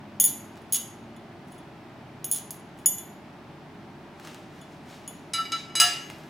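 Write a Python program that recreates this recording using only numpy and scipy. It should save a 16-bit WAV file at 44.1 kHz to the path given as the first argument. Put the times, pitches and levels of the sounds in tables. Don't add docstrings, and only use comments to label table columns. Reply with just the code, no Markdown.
import sys
import numpy as np
from scipy import signal
from scipy.fft import rfft, irfft, next_fast_len
from scipy.io import wavfile
from scipy.ndimage import uniform_filter1d

SR = 44100
rng = np.random.default_rng(int(sys.argv[2]) if len(sys.argv) > 2 else 0)


def digitize_waveform(pressure):
    field = np.atleast_2d(pressure).T
    bounded = np.clip(field, -1, 1)
    quanta = np.round(bounded * 32767).astype(np.int16)
    wavfile.write(sys.argv[1], SR, quanta)


N = 277389
TIME = np.arange(N) / SR


def amp(db):
    return 10 ** (np.asarray(db) / 20)


def rms(x):
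    return np.sqrt(np.mean(x ** 2) + 1e-20)


def read(points, hz):
    point_hz, value = np.transpose(points)
    return np.interp(np.log(hz + 1), np.log(point_hz + 1), value)


def add(mix, start_s, sound):
    part = mix[round(start_s * SR):][:len(sound)]
    part += sound[:len(part)]


def tint(x, colour):
    size = next_fast_len(len(x) + SR // 20)
    gain = amp(read(colour, np.fft.rfftfreq(size, 1 / SR)))
    return irfft(rfft(x, size) * gain, size)[:len(x)]


def noise(colour, size):
    x = tint(rng.standard_normal(size), colour)
    return x / rms(x)


# pitch_hz [Hz], relative level_db [dB per Hz]
HISS_COLOUR = [(15, -45), (30, -29), (68, -24), (100, -7), (160, -2), (300, -2.5), (450, -8.5), (850, -9.5),
               (1100, -15), (2600, -23), (5400, -34.5), (7000, -42), (11000, -46), (16000, -50)]
# pitch_hz [Hz], half_width_hz [Hz], level_db [dB]
HISS_HOLLOW = (503.4, 35, -11.5)
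# pitch_hz [Hz], typical level_db [dB rms]; the level wavers around it
HUM_LINES = [(49, -71), (88, -64.5), (148, -58), (343, -61.5)]
# pitch_hz [Hz], side_minus_mid_db [dB]
HISS_WIDTH = [(60, -12.5), (110, -13.5), (200, -20), (380, -14.5), (700, -12), (1290, -7.5), (2380, -5.5),
              (4400, -4.5), (8120, -2.5), (15000, -2)]
HISS_DB = -46


def background(waver_turns=0.52, waver_db=0.91):
    hz = np.fft.rfftfreq(N, 1 / SR)
    hollow_hz, half_width_hz, hollow_db = HISS_HOLLOW
    hollow = amp(hollow_db * np.exp(-((hz - hollow_hz) / half_width_hz) ** 2))
    mid, side = (amp(HISS_DB) * irfft(rfft(noise(HISS_COLOUR, N)) * hollow, N) for _ in range(2))
    for line_hz, db in HUM_LINES:
        drift = np.interp(TIME, np.linspace(0, TIME[-1], num=40), rng.standard_normal(40))
        turns = line_hz * TIME + waver_turns * drift
        mid = mid + amp(db + waver_db * drift) * np.sqrt(2) * np.sin(2 * np.pi * turns)
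    side = tint(side, HISS_WIDTH)
    return np.array([mid + side, mid - side])


# peak_s [s], level_db of the lower tone [dB rms], octave_db [dB re level_db]
DRONE_SWELLS = [(.2, -58, 9), (1.1, -56, 4.5), (2.1, -55, -4)]
DRONE_FROM_HZ, DRONE_TO_HZ, DRONE_CLIMB_S = 102.5, 122.2, 2
DRONE_SWELL_S = .33


def drone():
    hz = np.interp(TIME, [0, DRONE_CLIMB_S], [DRONE_FROM_HZ, DRONE_TO_HZ])
    phase = 2 * np.pi * np.cumsum(hz) / SR
    first = np.sqrt(2) * np.sin(phase)
    octave = np.sqrt(2) * np.sin(2 * phase)
    out = np.zeros(N)
    for peak_s, db, octave_db in DRONE_SWELLS:
        swell = np.exp(-((TIME - peak_s) / DRONE_SWELL_S) ** 2)
        out += amp(db) * swell * (first + amp(octave_db) * octave)
    return out


# pitch_hz [Hz], t60_s, the time to fall by 60 dB [s]
ROOM_T60 = [(300, 0.27), (1500, 0.81), (3500, 0.43), (7000, 0.45), (10500, 0.34), (15000, 0.17)]


def room(x, gap_s=0.0025, build_s=0.0046):
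    hz, t, grid = signal.stft(rng.standard_normal(SR), SR, nperseg=256)
    fade = amp(-60 * t / read(ROOM_T60, hz)[:, None])
    tail = signal.istft(grid * fade, SR, nperseg=256)[1][:SR]
    tail = tail * np.clip((TIME[:SR] - gap_s) / build_s, 0, 1)
    return signal.fftconvolve(x, tail / np.linalg.norm(tail))[:N]


def burst(colour, t60, chatter_db, chatter_t60, size=SR // 3):
    t = TIME[:size]
    contact = amp(-60 * t / t60)
    chatter = amp(chatter_db - 60 * t / chatter_t60)
    return noise(colour, size) * (contact + chatter)


# peak_s, the fastest moment [s], length_s [s], level_db at the peak [dB]
STROKES = [(.35, 0.98, -63.5), (3.75, .7, -75), (4.261, 0.33, -48.5), (4.56, 0.47, -59.5),
           (4.73, .25, -60.5), (4.914, 0.3, -50.5), (5.14, 0.84, -62.5), (6.1, 1.0, -55)]
STROKE_RISE, STROKE_DEPTH_DB = 0.29, 19.5
GRIP_DB = -76


def sliding():
    power = amp(GRIP_DB) ** 2
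    for peak_s, length_s, db in STROKES:
        u = (TIME - peak_s) / length_s
        away = np.maximum(-u / STROKE_RISE, u / (1 - STROKE_RISE))
        power = power + amp(db - STROKE_DEPTH_DB * away) ** 2
    return np.sqrt(power)


# pitch_hz [Hz], relative level_db [dB per Hz]
SATIN_COLOUR = [(40, -31), (300, -4.5), (1200, 1), (3500, -4), (6000, -6.5), (10000, -14.5), (16000, -22.5)]
# start_s [s], level_db before the trim below [dB]
TAPS = [(0.5567, -49), (0.5686, -48), (0.5747, -44), (2.5433, -43.5), (4.198, -42), (4.249, -39.5),
        (4.273, -36.5), (4.3456, -36.5), (6.1005, -31.5), (6.184, -47)]
# pitch_hz [Hz], relative level_db [dB]
TAP_COLOUR = [(60, -30.5), (300, -11), (1300, 5.5), (3500, -2.5), (7000, -7), (12000, -16), (16000, -15)]


def gloves(tap_trim_db=-1, grain_db=1.0):
    grain = uniform_filter1d(rng.standard_normal(N), size=260)
    flicker = amp(grain_db * grain / rms(grain))
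    out = noise(SATIN_COLOUR, N) * sliding() * flicker
    for start_s, db in TAPS:
        tap = burst(TAP_COLOUR, t60=0.0082, chatter_db=-14.5, chatter_t60=0.12)
        add(out, start_s, amp(db + tap_trim_db) * tap)
    return out


# start_s [s], end_s [s], level_db [dB]
SCRAPES = [(.201, 0.3, -40.5), (.725, 0.77, -32.5), (2.316, 2.39, -41.5), (1.47, 1.6, -66.5),
           (.695, 0.79, -65), (2.77, 2.858, -69)]
# pitch_hz [Hz], relative level_db [dB]
SCRAPE_COLOUR = [(100, -49.5), (1200, -10), (2500, -12.5), (3200, 0), (4500, -3), (6500, 2), (9000, -1),
                 (10500, 2), (13500, -8.5), (16000, -1.5)]


def scrapes(hops_per_s=900, spread_db=4):
    out = np.zeros(N)
    size = amp(spread_db * np.minimum(rng.exponential(size=N), 3)) * rng.choice([-1, 1], size=N)
    lands = rng.random(N) < hops_per_s / SR
    hops = tint(size * lands, SCRAPE_COLOUR)
    for start_s, end_s, db in SCRAPES:
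        out += amp(db) * hops / rms(hops) * ((TIME > start_s) & (TIME < end_s))
    return out


def strike(hz, db, t60, edges, family_db, window_s, build_cycles, turns, size):
    t = TIME[:size]
    hz, db, t60, turns = np.array([hz, db, t60, turns])[:, :, None]
    swell = 1 - np.exp(-hz * t / build_cycles)
    fade = np.exp(-np.log(1000) * t / np.maximum(t60, .01))
    uneven_db = db + rng.standard_normal(db.shape)
    tones = amp(uneven_db) * swell * fade * np.sin(2 * np.pi * (hz * t + turns))
    family = np.digitize(hz[:, 0], edges)
    out = np.zeros(size)
    for k, level_db in enumerate(family_db):
        ring = tones[family == k].sum(0)
        out += amp(level_db) * ring / rms(ring[t < window_s])
    return out


# centre_hz [Hz], level_db [dB]
GLASS_RESPONSE = [(1300, -0.5), (2900, -2.5), (5000, 2.5), (9500, 0)]
CONTACT_ORDER = 6.8


def glass_families(strength_db, corner_hz, weight_db):
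    hz, db = np.transpose(GLASS_RESPONSE)
    softness_db = 10 * np.log10(1 + (hz / corner_hz) ** CONTACT_ORDER)
    return strength_db + db - softness_db + weight_db * (hz == hz.min())


# start_s [s], strength_db [dB], corner_hz above which the contact excites less [Hz],
# weight_db, extra for the lowest family [dB], tick_db [dB re strength], ring length [factor],
# flat [0 on one end to 1 flat]
KNOCKS = [(5.335, -34.5, 10900, -1, 6.5, 0.54, .047), (5.377, -25.5, 2000, -0.5, -31, 0.46, 0.53),
          (5.452, -40.5, 3540, -32, -5, 0.28, 0.048), (5.52, -35, 5800, 5.5, 7, 0.41, 0),
          (5.696, -56, 4200, -23, -3, .67, 0), (5.7535, -32, 13000, -10, 7, 0.89, 0.24),
          (5.8, -21, 12100, -2.5, 7.5, 0.76, .9), (5.816, -32.5, 11000, -4, 14.5, 0.29, 0.31)]
GLASS_EDGES = [1500, 3300, 7200]
GLASS_HZ = [713, 1162, 1326, 1342, 1684, 1808, 2018, 2283, 2839, 2918, 3672, 3774, 3964, 4630, 4790, 4853,
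            4922, 5100, 6445, 6880, 7645, 7795, 7934, 9092, 9415, 10379, 10570, 11085, 12458, 15127]
GLASS_END_DB = [-56, -39.5, 0.5, 4, -20, -19, -14, -5, -28, -3, -11, -2, 2, -14, -14, -1.5, -17.5, 1.5, 2,
                -18, -11, 5, 5, -8, 12, -7, 4.5, 6, -19, -15]
GLASS_FLAT_DB = [-1.5, -8, 0.5, 1.5, -5, -14, -16, -24, -1, 3.5, -24, -10, 0, -23, 11, -2.5, 17, 1.5, 6,
                 -25.5, 6, -1, 5.5, 4.5, -2, -2.5, -6, -0.5, -28, -0.5]
GLASS_T60 = [0.48, 0.43, 0.54, 0.34, 0.69, 0.57, 0.46, 0.31, 0.34, 0.33, 0.27, 0.28, 0.43, 0.19, 0.06, 0.35,
             0.063, 0.24, 0.19, 0.15, 0.094, 0.24, 0.15, 0.16, 0.063, 0.47, 0.21, 0.17, 1.7, 0.29]
# pitch_hz [Hz], relative level_db [dB]
GLASS_TICK = [(40, -43.5), (200, -22), (700, -3), (2000, 4), (5000, 4.5), (7000, 4), (10000, -9),
              (12700, -9), (14000, -25), (16000, -31)]


def knocks(ring_trim_db=-1):
    out = np.zeros(N)
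    turns = np.arange(len(GLASS_HZ)) / 2
    for start_s, strength_db, corner_hz, weight_db, tick_db, length, flat in KNOCKS:
        family_db = glass_families(strength_db, corner_hz, weight_db)
        mode_db = np.array(GLASS_END_DB) + flat * np.subtract(GLASS_FLAT_DB, GLASS_END_DB)
        ring = strike(GLASS_HZ, mode_db, length * np.array(GLASS_T60), GLASS_EDGES, family_db,
                      window_s=0.045, build_cycles=9.9, turns=turns, size=SR * 2 // 3)
        tick = burst(GLASS_TICK, t60=0.013, chatter_db=-14, chatter_t60=0.44, size=len(ring))
        add(out, start_s, amp(ring_trim_db) * ring + amp(strength_db + tick_db) * tick)
    return out


# start_s [s], strength_db [dB], brightness [dB per octave],
# tip, the place of contact [-1 on the loop to 1 at the tip], ring length [factor],
# first_db by which the first piece rings more and the second less [dB], rebounds [count]
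CLINKS = [(0.1997, -22, -6, 0.28, .7, -4, 0), (0.201, -19, 3.5, .4, .8, -4, 1),
          (0.2405, -20, 2, -0.71, 0.34, 1, 2), (0.617, -67, 0, -.2, 1, -3, 0),
          (0.7239, -23.5, 4.5, 0.036, .8, -13, 1), (0.7453, -26.5, -9.5, -.4, 0.57, -3.5, 1),
          (1.164, -65, -16, .3, 0.59, -1, 0), (1.5208, -57.5, -2, -.8, .91, -1, 0),
          (1.581, -61, -3, -.3, 0.83, -9, 0), (2.2437, -30, 5.5, 0.43, .9, -5, 0),
          (2.314, -25.5, 5, -0.67, .42, -1, 2), (2.361, -35, 0, .2, 0.44, -2, 0),
          (2.507, -36.5, 4.5, .9, .3, -3.5, 0), (2.788, -60.5, -6.5, .5, 1, 0.5, 0),
          (2.8596, -16.5, -4, 0.14, .8, 4, 0), (2.9836, -39.5, -9, 0.043, 0.71, 0, 0),
          (4.614, -59, -21, 0.037, 0.58, 5, 0), (5.0772, -39, -8, 0.05, .67, 2, 0)]
# centre_hz [Hz], level_db in a medium blow [dB],
# extra per strength [dB per dB], tip_db, extra at the tip [dB]
STEEL_RESPONSE = [(3000, -24.5, -0.45, -0.5), (6600, -8, 0.1, 0.5), (10590, -3, 0, -2),
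                  (12600, -15.5, 0.2, 9), (15060, -10.5, 0.1, -2.5)]
MEDIUM_BLOW_DB = -25
BRIGHT_FROM_HZ, BRIGHT_PIVOT_HZ = 7600, 10600
TICK_DB, TICK_SLOPE, TICK_TIP_DB = -28, 0.8, 5.5
REBOUND_S, REBOUND_LOSS_DB, REBOUND_TICK_DB = .0098, 3, -4.5


def rebounding():
    hz, medium_db, per_db, tip_db = np.transpose(STEEL_RESPONSE)
    octaves = np.log2(np.maximum(hz, BRIGHT_FROM_HZ) / BRIGHT_PIVOT_HZ)
    contacts = []
    for start_s, strength_db, bright, tip, length, first_db, rebounds in CLINKS:
        for k in range(rebounds + 1):
            db = strength_db - k * REBOUND_LOSS_DB
            force_db = db - MEDIUM_BLOW_DB
            family_db = db + medium_db + per_db * force_db + tip_db * tip + bright * octaves
            tick_db = TICK_DB + TICK_SLOPE * force_db + TICK_TIP_DB * tip + REBOUND_TICK_DB * (k > 0)
            contacts.append((start_s + k * REBOUND_S, family_db, tick_db, length, first_db))
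    return contacts


STEEL_EDGES = [5000, 8500, 11800, 13800]
STEEL_HZ = [2019, 2961, 3085, 3435, 6485, 6548, 6616, 6903, 6990, 10210, 10320, 10379, 10450, 10597, 10650,
            10785, 12459, 12613, 14800, 14890, 15120, 15190, 15310]
STEEL_DB = [-9.5, -3, -4, -0.5, -7.5, -10.5, 0.5, 1, -12.5, -8.5, -1.5, 5.5, -6.5, 3, 1.5, -8, 0, 0.5, -1.5,
            -5, 1, -3.5, -7.5]
STEEL_T60 = [0.14, 0.18, 0.08, 0.22, .08, 0.17, 0.041, 0.091, .05, 0.033, 0.045, 0.13, .07, .09, .09, 0.076,
             0.47, .31, .07, .06, 0.086, 0.1, .05]
STEEL_PIECE = [0, 0, 0, 0, 1, -1, -1, 1, 1, 1, 1, 1, 0, -1, -1, -1, 1, 0, 1, -1, 0, -1, -1]
# pitch_hz [Hz], relative level_db [dB]
STEEL_TICK = [(80, -61), (300, -34), (1500, -20.5), (4000, -7), (6000, -3.5), (8000, -2), (10500, 0),
              (13500, -7), (16000, -6)]


def clinks():
    out = np.zeros(N)
    for start_s, family_db, tick_db, length, first_db in rebounding():
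        mode_db = np.array(STEEL_DB) + first_db * np.array(STEEL_PIECE)
        turns = rng.random(len(STEEL_HZ))
        ring = strike(STEEL_HZ, mode_db, length * np.array(STEEL_T60), STEEL_EDGES, family_db,
                      window_s=.025, build_cycles=0.94, turns=turns, size=SR // 3)
        tick = burst(STEEL_TICK, t60=0.0065, chatter_db=-9.5, chatter_t60=0.057, size=len(ring))
        add(out, start_s, ring + amp(tick_db) * tick)
    return out


# pitch_hz [Hz], level_db [dB]
ROOM_COLOUR = [(600, 3.5), (1330, -11), (2000, -0.5), (3000, 3.5), (8000, -3.5), (16000, 1)]
# pitch_hz [Hz], side_minus_mid_db [dB]
ROOM_WIDTH = [(500, -10.5), (2000, -5.5), (5000, -10.5), (9000, -7.5), (13000, -1.5)]


def scene(hands_room_db=-7, glass_room_db=-6):
    hands = gloves() + scrapes() + clinks()
    glass = knocks()
    send = tint(amp(hands_room_db) * hands + amp(glass_room_db) * glass, ROOM_COLOUR)
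    mid = hands + glass + room(send)
    side = tint(room(send), ROOM_WIDTH)
    lean = amp(.25)
    near = np.array([(mid + side) * lean, (mid - side) / lean])
    return near + background() + drone()


EDGE_HZ = 16300


def record(dry):
    lowpass = signal.firwin(255, EDGE_HZ, window=("kaiser", 9), fs=SR)
    return signal.oaconvolve(dry, lowpass[None], "same", axes=1)


dry = scene()
out = record(dry)
digitize_waveform(out)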